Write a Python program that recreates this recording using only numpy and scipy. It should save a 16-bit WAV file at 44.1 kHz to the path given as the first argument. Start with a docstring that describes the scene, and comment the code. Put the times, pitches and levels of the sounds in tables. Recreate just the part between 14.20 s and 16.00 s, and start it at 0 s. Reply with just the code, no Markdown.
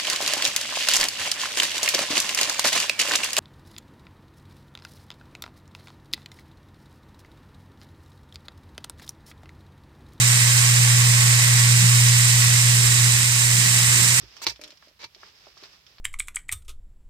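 """A quiet room, close to a hard table top. A pencil scuffs across it twice in grains of friction and knocks
against the edge of a plastic case; pencil and table ring in short modes. The plastic ticks, and creaks by stick
and slip. The sliding pencil squeaks once and the table booms faintly. The hand holding the pencil rustles and
bumps softly, over a low rumble and thin hiss."""
import sys
import numpy as np
from scipy import signal
from scipy.fft import rfft, irfft
from scipy.io import wavfile

SR = 44100
rng = np.random.default_rng(int(sys.argv[2]) if len(sys.argv) > 2 else 0)


def dump_mix(stems):
    """Bounce the given channels to the path in sys.argv[1] as a 16-bit WAV at rate SR."""
    frames = np.atleast_2d(stems).T  # one column per channel
    limited = np.clip(frames, -1, 1)  # hard clip at full scale
    pcm = np.round(limited * 32767).astype(np.int16)
    wavfile.write(sys.argv[1], SR, pcm)


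N = 79380
TIME_S = np.arange(N) / SR

# still air spectrum: freq_hz, gain_db
AIR_SPECTRUM = [(30, 18.5), (60, 19), (115, 12), (160, 13), (300, -2.5), (700, 0.5), (4200, 4.5),
                (5200, -3), (6500, -5), (10000, -11), (12500, -6.5), (16000, -7)]
# hand and sleeve envelope: time_s, level_db
RUSTLE_ENVELOPE = [(0, -51.5), (.02, -48), (.07, -54), (.13, -52), (.2, -49.5), (.33, -55.5), (.39, -61.5),
                   (.45, -50), (.52, -56.5), (.59, -62.5), (.65, -54.5), (.73, -65.5), (.92, -64),
                   (1.0, -54.5), (1.08, -50.5), (1.125, -58.5), (1.17, -56), (1.29, -53), (1.34, -58.5),
                   (1.41, -52), (1.46, -48), (1.5, -56), (1.54, -52.5), (1.585, -58.5), (1.655, -62.5),
                   (1.7, -55.5), (1.75, -59.5)]
# freq_hz, gain_db
RUSTLE_SPECTRUM = [(150, -13.5), (400, -5), (700, -6.5), (1150, -3.5), (1600, -4.5), (2500, -3), (4200, -2),
                   (5200, 5), (6500, -10), (8000, -18), (10000, -34.5), (12500, -25.5), (16000, -40)]
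# pushes on the table: start_s, level_db
TABLE_PUSHES = [(0.015, -45), (0.037, -43.5), (0.267, -43), (0.286, -47.5), (0.318, -52.5), (0.851, -58),
                (1.425, -59), (1.744, -62.5)]
# low table modes: freq_hz, gain_db, t60_s
BOOM_MODES = [(59.8, -6.5, 0.32), (111.6, 1, 0.13), (168, -23, 0.066)]
# finger touches: start_s, level_db, pitch_hz
FINGER_BUMPS = [(0.033, -29, 333), (0.167, -34, 1080), (0.2175, -22, 1090), (0.3153, -32, 535),
                (0.625, -32, 1410), (0.9630, -34, 480), (1.0322, -23.5, 1390), (1.2691, -26.5, 690),
                (1.3706, -32.5, 1110), (1.4261, -29, 413), (1.4366, -29.5, 1130), (1.7829, -35, 1300)]
# snaps of the plastic edge: start_s, level_db, pan_db, pitch_hz, shelf_db
PLASTIC_TICKS = [(0.1672, -22.5, -15, 3270, -2), (0.3604, -27, 1, 3670, -16), (0.4142, -18.5, 3, 2660, 6),
                 (0.4377, -16.5, 10, 4200, -1.5), (0.4433, -22.5, -22, 4200, -6),
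                 (0.4779, -25, 4, 3500, 5.5), (0.5052, -24.5, 1, 4400, -4), (0.5204, -29.5, 0, 3300, -13),
                 (0.5731, -34, -4, 5040, -12), (0.683, -35.5, -4, 5100, -3), (0.9476, -27, -4, 4600, -19),
                 (1.3763, -30, -4, 5060, -7), (1.666, -29, -6.5, 3500, -16.5),
                 (1.7834, -30.5, -3, 4200, -47)]
# freq_hz, gain_db
TICK_SPECTRUM = [(200, -27), (1000, -4), (2500, 5.5), (4000, 10.5), (5300, 16), (7000, 5.5), (9000, -6),
                 (12000, -10), (16000, -13)]
# pencil strokes: start_s, length_s, first_db, last_db, fall_20db_s, tilt_db_per_oct, shelf_db
PENCIL_SCUFFS = [(0.2163, 0.028, -38, -33.5, 0.0088, 2.5, 6.5), (0.248, 0.042, -48, -51, 0.031, -1.5, -14),
                 (0.279, 0.026, -32, -35, 0.029, 3, -0.5), (0.791, 0.03, -53, -43.5, 0.043, 1.5, -7),
                 (0.828, 0.022, -43, -45.5, 0.018, -0.5, -3)]
# freq_hz, gain_db
SCUFF_SPECTRUM = [(100, -20.5), (550, -2), (730, -13.5), (970, -1), (1350, -5), (2300, -3.5), (3300, -5.5),
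                  (4700, -0.5), (6000, -2.5), (8000, -15.5), (10000, -29), (12500, -26), (16000, -33)]
# pencil and table modes: freq_hz, gain_db, t60_s, pan_db
BODY_MODES = [(953, -32.5, .075, -7), (1064, -37, 0.026, -10), (1857, -43, .12, -13), (2230, -65, 0.11, -3),
              (2320, -30.5, 0.1, -2), (2654, -33, 0.094, -17), (3505, -37, 0.046, 7), (3850, -35, 0.063, 7),
              (4150, -32, 0.05, -15), (4200, -33, 0.06, 12), (4780, -29, 0.051, -17),
              (4965, -51, 0.12, -14), (5280, -35.5, 0.11, -14), (6070, -35, 0.054, -17)]
# pencil on the case: start_s, level_db, pan_db, tilt_db_per_oct, shelf_db
PENCIL_KNOCKS = [(0.2619, -21.5, -9, -5.5, 12), (0.2670, 4, -2, -3.5, 11), (0.2725, -17.5, -5, -7.5, 2),
                 (0.8412, -15, -1.5, -4, 10), (0.8435, -20.5, 1, 0, 5), (1.4364, -21.5, 1, 0, 5)]
# freq_hz, gain_db
KNOCK_SPECTRUM = [(100, -47), (350, -13), (600, -16.5), (1000, -3), (1600, -9.5), (2400, 1.5), (3300, 3),
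                  (4400, 13), (5600, 7.5), (7000, -10), (9000, -24.5), (12000, -19.5), (16000, -19)]
# single slips of the case: start_s, level_db
CASE_SLIPS = [(0.3942, -23.5), (0.4925, -31), (0.5260, -33.5), (0.6727, -32.5), (0.6875, -37),
              (0.7118, -39.5)]
# freq_hz, gain_db
SLIP_SPECTRUM = [(150, -16.5), (290, -1.5), (450, -1.5), (590, 4), (800, -16.5), (2000, -16), (5000, -44),
                 (12000, -63)]
# microphone port resonances: freq_hz, gain_db, q
LEFT_RESONANCES = [(2700, 2.5, 1.17), (5520, -12.5, 2.36), (11900, 9, 6.8)]
RIGHT_RESONANCES = [(6000, 1.3, 12), (11800, 0.92, 4.4)]


def from_db(db):
    return 10 ** (np.asarray(db) / 20)


def unit_rms(x):
    return x / np.sqrt(np.mean(x ** 2) + 1e-20)


def click(start_s, level_db):
    return from_db(level_db) * (np.arange(N) == int(start_s * SR))


def colour(x, spectrum, tilt_db_per_oct=0, shelf_db=0, shelf_hz=6570):
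    """Causal unit-energy filter: spectrum, tilt and high shelf."""
    size = 2048
    freq_hz = np.maximum(np.fft.rfftfreq(size, 1 / SR), 10)
    octave = np.log2(freq_hz)
    point_hz, point_db = np.transpose(spectrum)
    shelf = 1 / (1 + (shelf_hz / freq_hz) ** 8)
    shape_db = np.interp(octave, np.log2(point_hz), point_db) + tilt_db_per_oct * octave + shelf_db * shelf
    cepstrum = irfft(np.log(from_db(shape_db - shape_db.mean())))
    pulse = irfft(np.exp(rfft(2 * cepstrum[:size // 2], size)))  # minimum phase
    return signal.oaconvolve(np.atleast_2d(x), pulse[None] / np.linalg.norm(pulse), axes=-1)[:, :N]


def ring(x, modes):
    """Damped two-pole resonators in parallel."""
    out = 0
    for freq_hz, gain_db, t60_s in modes:
        radius = np.exp(-np.log(1000) / (t60_s * SR))
        angle = 2 * np.pi * freq_hz / SR
        poles = [1, -2 * radius * np.cos(angle), radius ** 2]
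        out += from_db(gain_db) * signal.lfilter([0, np.sin(angle)], poles, x + 1e-18)
    return out


def pan(x, pan_db):
    """Constant power; pan_db is left over right."""
    return x * unit_rms(from_db([[pan_db / 2], [-pan_db / 2]]))


def spread(noises, crossover_hz=490):
    """Three noises to stereo: shared bass, independent treble."""
    low, high = (signal.butter(1, crossover_hz, kind, fs=SR) for kind in ("low", "high"))
    return signal.lfilter(*low, noises[0]) + signal.lfilter(*high, noises[1:])


def grains(spread_db, rate_per_s=7000):
    """Friction: dense random catches of uneven size."""
    sizes = from_db(spread_db * np.minimum(rng.exponential(1, (3, N)), 5))
    signs = rng.choice([-1, 1], (3, N))
    catches = rng.random((3, N)) < rate_per_s / SR
    return unit_rms(spread(sizes * signs * catches))


def room(x, wet_db, predelay_s=0.001134, right_lag_s=0.00005, cutoff_hz=10200):
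    """Direct sound, left first; then quick, duller reflections and a faint tail."""
    time_s = TIME_S[:SR // 2]
    tail = 0
    for level_db, t60_s in ((4.5, 0.062), (-14, 0.13)):  # early, late
        fade = np.exp(-np.log(1000) * time_s / t60_s) * (time_s > predelay_s)
        noise = spread(rng.standard_normal((3, len(time_s))))
        tail += from_db(level_db) * fade / np.linalg.norm(fade) * noise
    tail = signal.lfilter(*signal.butter(2, cutoff_hz, fs=SR), tail)
    direct = np.array([x[0], np.roll(x[1], round(right_lag_s * SR))])
    return direct + from_db(wet_db) * signal.fftconvolve(x, tail, axes=-1)[:, :N]


def room_air(level_db=-64):
    """Still air: low rumble, thin hiss."""
    noise = spread(rng.standard_normal((3, N)))
    return from_db(level_db) * pan(colour(noise, AIR_SPECTRUM), pan_db=-5.5)


def hand_rustle():
    """Faint friction following the movement of hand and sleeve."""
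    envelope = from_db(np.interp(TIME_S, *np.transpose(RUSTLE_ENVELOPE)))
    return pan(colour(envelope * grains(spread_db=3), RUSTLE_SPECTRUM), pan_db=-1.5)


def table_boom(contact_hz=404):
    """Soft pushes drive the table's low modes."""
    pushes = sum(click(*push) for push in TABLE_PUSHES)
    force = signal.lfilter(*signal.butter(2, contact_hz, fs=SR), pushes)
    return pan(ring(force, BOOM_MODES), pan_db=-6)


def finger_bumps(t60_cycles=3.15, cutoff_hz=4000):
    """Dull touches that die within a few cycles."""
    out = 0
    for start_s, level_db, pitch_hz in FINGER_BUMPS:
        tone = ring(click(start_s, 0), [(pitch_hz, 0, t60_cycles / pitch_hz)])
        thud = signal.lfilter(*signal.butter(1, [pitch_hz / 2, cutoff_hz], "band", fs=SR), tone)
        out += from_db(level_db) * thud / np.linalg.norm(thud)
    return room(pan(out, pan_db=-3), wet_db=-3)


def bending_smear(x, centre_hz=4200, width_hz=3460):
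    """Bending waves stretch a crack: two all-pass stages."""
    radius = np.exp(-np.pi * width_hz / SR)
    poles = [1, -2 * radius * np.cos(2 * np.pi * centre_hz / SR), radius ** 2]
    return signal.sosfilt([poles[::-1] + poles] * 2, x)


def plastic_ticks(ring_db=-14, t60_s=0.0048):
    """Small bright snaps, each with a very short ring."""
    out = 0
    for start_s, level_db, pan_db, pitch_hz, shelf_db in PLASTIC_TICKS:
        impulse = click(start_s, level_db)
        snap = colour(impulse, TICK_SPECTRUM, shelf_db=shelf_db)
        out += pan(snap + ring(impulse, [(pitch_hz, ring_db, t60_s)]), pan_db)
    return room(bending_smear(out), wet_db=-4.5)


def body_ring(x):
    """Pencil and table ring, each mode with its own pan."""
    return sum(pan(ring(x, [mode]), pan_db) for *mode, pan_db in BODY_MODES)


def pencil_scuffs(attack_s=0.0019, ring_db=-8):
    """Each stroke bites, drags over the table and excites the body modes."""
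    friction = 0
    for start_s, length_s, first_db, last_db, fall_20db_s, tilt_db_per_oct, shelf_db in PENCIL_SCUFFS:
        end_s = start_s + length_s
        stroke_db = np.interp(TIME_S, [start_s, end_s], [first_db, last_db])
        release_db = -20 * np.maximum(TIME_S - end_s, 0) / fall_20db_s
        bite = np.clip((TIME_S - start_s) / attack_s, 0, 1)
        stroke = grains(spread_db=4) * from_db(stroke_db + release_db) * bite
        friction += colour(stroke, SCUFF_SPECTRUM, tilt_db_per_oct, shelf_db)
    return pan(friction, pan_db=-2.5) + from_db(ring_db) * body_ring(friction)


def pencil_knocks(ring_db=-9):
    """Wood on a hard edge: a sharp crack and short ringing modes."""
    cracks = blows = 0
    for start_s, level_db, pan_db, tilt_db_per_oct, shelf_db in PENCIL_KNOCKS:
        blow = click(start_s, level_db)
        cracks += pan(colour(blow, KNOCK_SPECTRUM, tilt_db_per_oct, shelf_db), pan_db)
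        blows += blow
    ringing = from_db(ring_db) * body_ring(blows)
    return room(bending_smear(cracks), wet_db=-1.5) + room(ringing, wet_db=-18)


def pencil_squeak(start_s=0.2954, length_s=0.004, pitch_hz=5350, level_db=-21.5):
    """An instant of stick and slip at one shrill pitch."""
    age_s = TIME_S - start_s
    swell = np.sin(np.pi * np.clip(age_s / length_s, 0, 1)) ** 2
    return pan(from_db(level_db) * swell * np.sin(2 * np.pi * pitch_hz * age_s), pan_db=-12)


def case_creak(run_start_s=0.4128, step_s=0.0099, run_db=-28.5, fade_db_per_s=81):
    """Stick and slip into a hollow, damped body: single slips and one even run."""
    run = [(run_start_s + age_s, run_db - fade_db_per_s * age_s) for age_s in step_s * np.arange(7)]
    slips = sum(click(*slip) for slip in list(CASE_SLIPS) + run)
    return room(pan(colour(slips, SLIP_SPECTRUM), pan_db=-3), wet_db=-9.5)


def mic_port(x, resonances):
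    """Peaks and dips of one microphone port."""
    for freq_hz, gain_db, q in resonances:
        x = x + (from_db(gain_db) - 1) * signal.lfilter(*signal.iirpeak(freq_hz, q, fs=SR), x)
    return x


def scene():
    """Stereo sum of all sources."""
    return (room_air() + hand_rustle() + table_boom() + finger_bumps() + plastic_ticks()
            + pencil_scuffs() + pencil_knocks() + pencil_squeak() + case_creak())


def record(dry):
    """Each port colours its side; deep bass and top are cut."""
    low_hz, high_hz = 45, 16200
    heard = np.array([mic_port(dry[0], LEFT_RESONANCES), mic_port(dry[1], RIGHT_RESONANCES)])
    thinned = signal.sosfilt(signal.butter(4, low_hz, "high", fs=SR, output="sos"), heard)
    return signal.sosfilt(signal.ellip(10, 0.2, 70, high_hz, fs=SR, output="sos"), thinned)


dry = scene()
out = record(dry)
dump_mix(out)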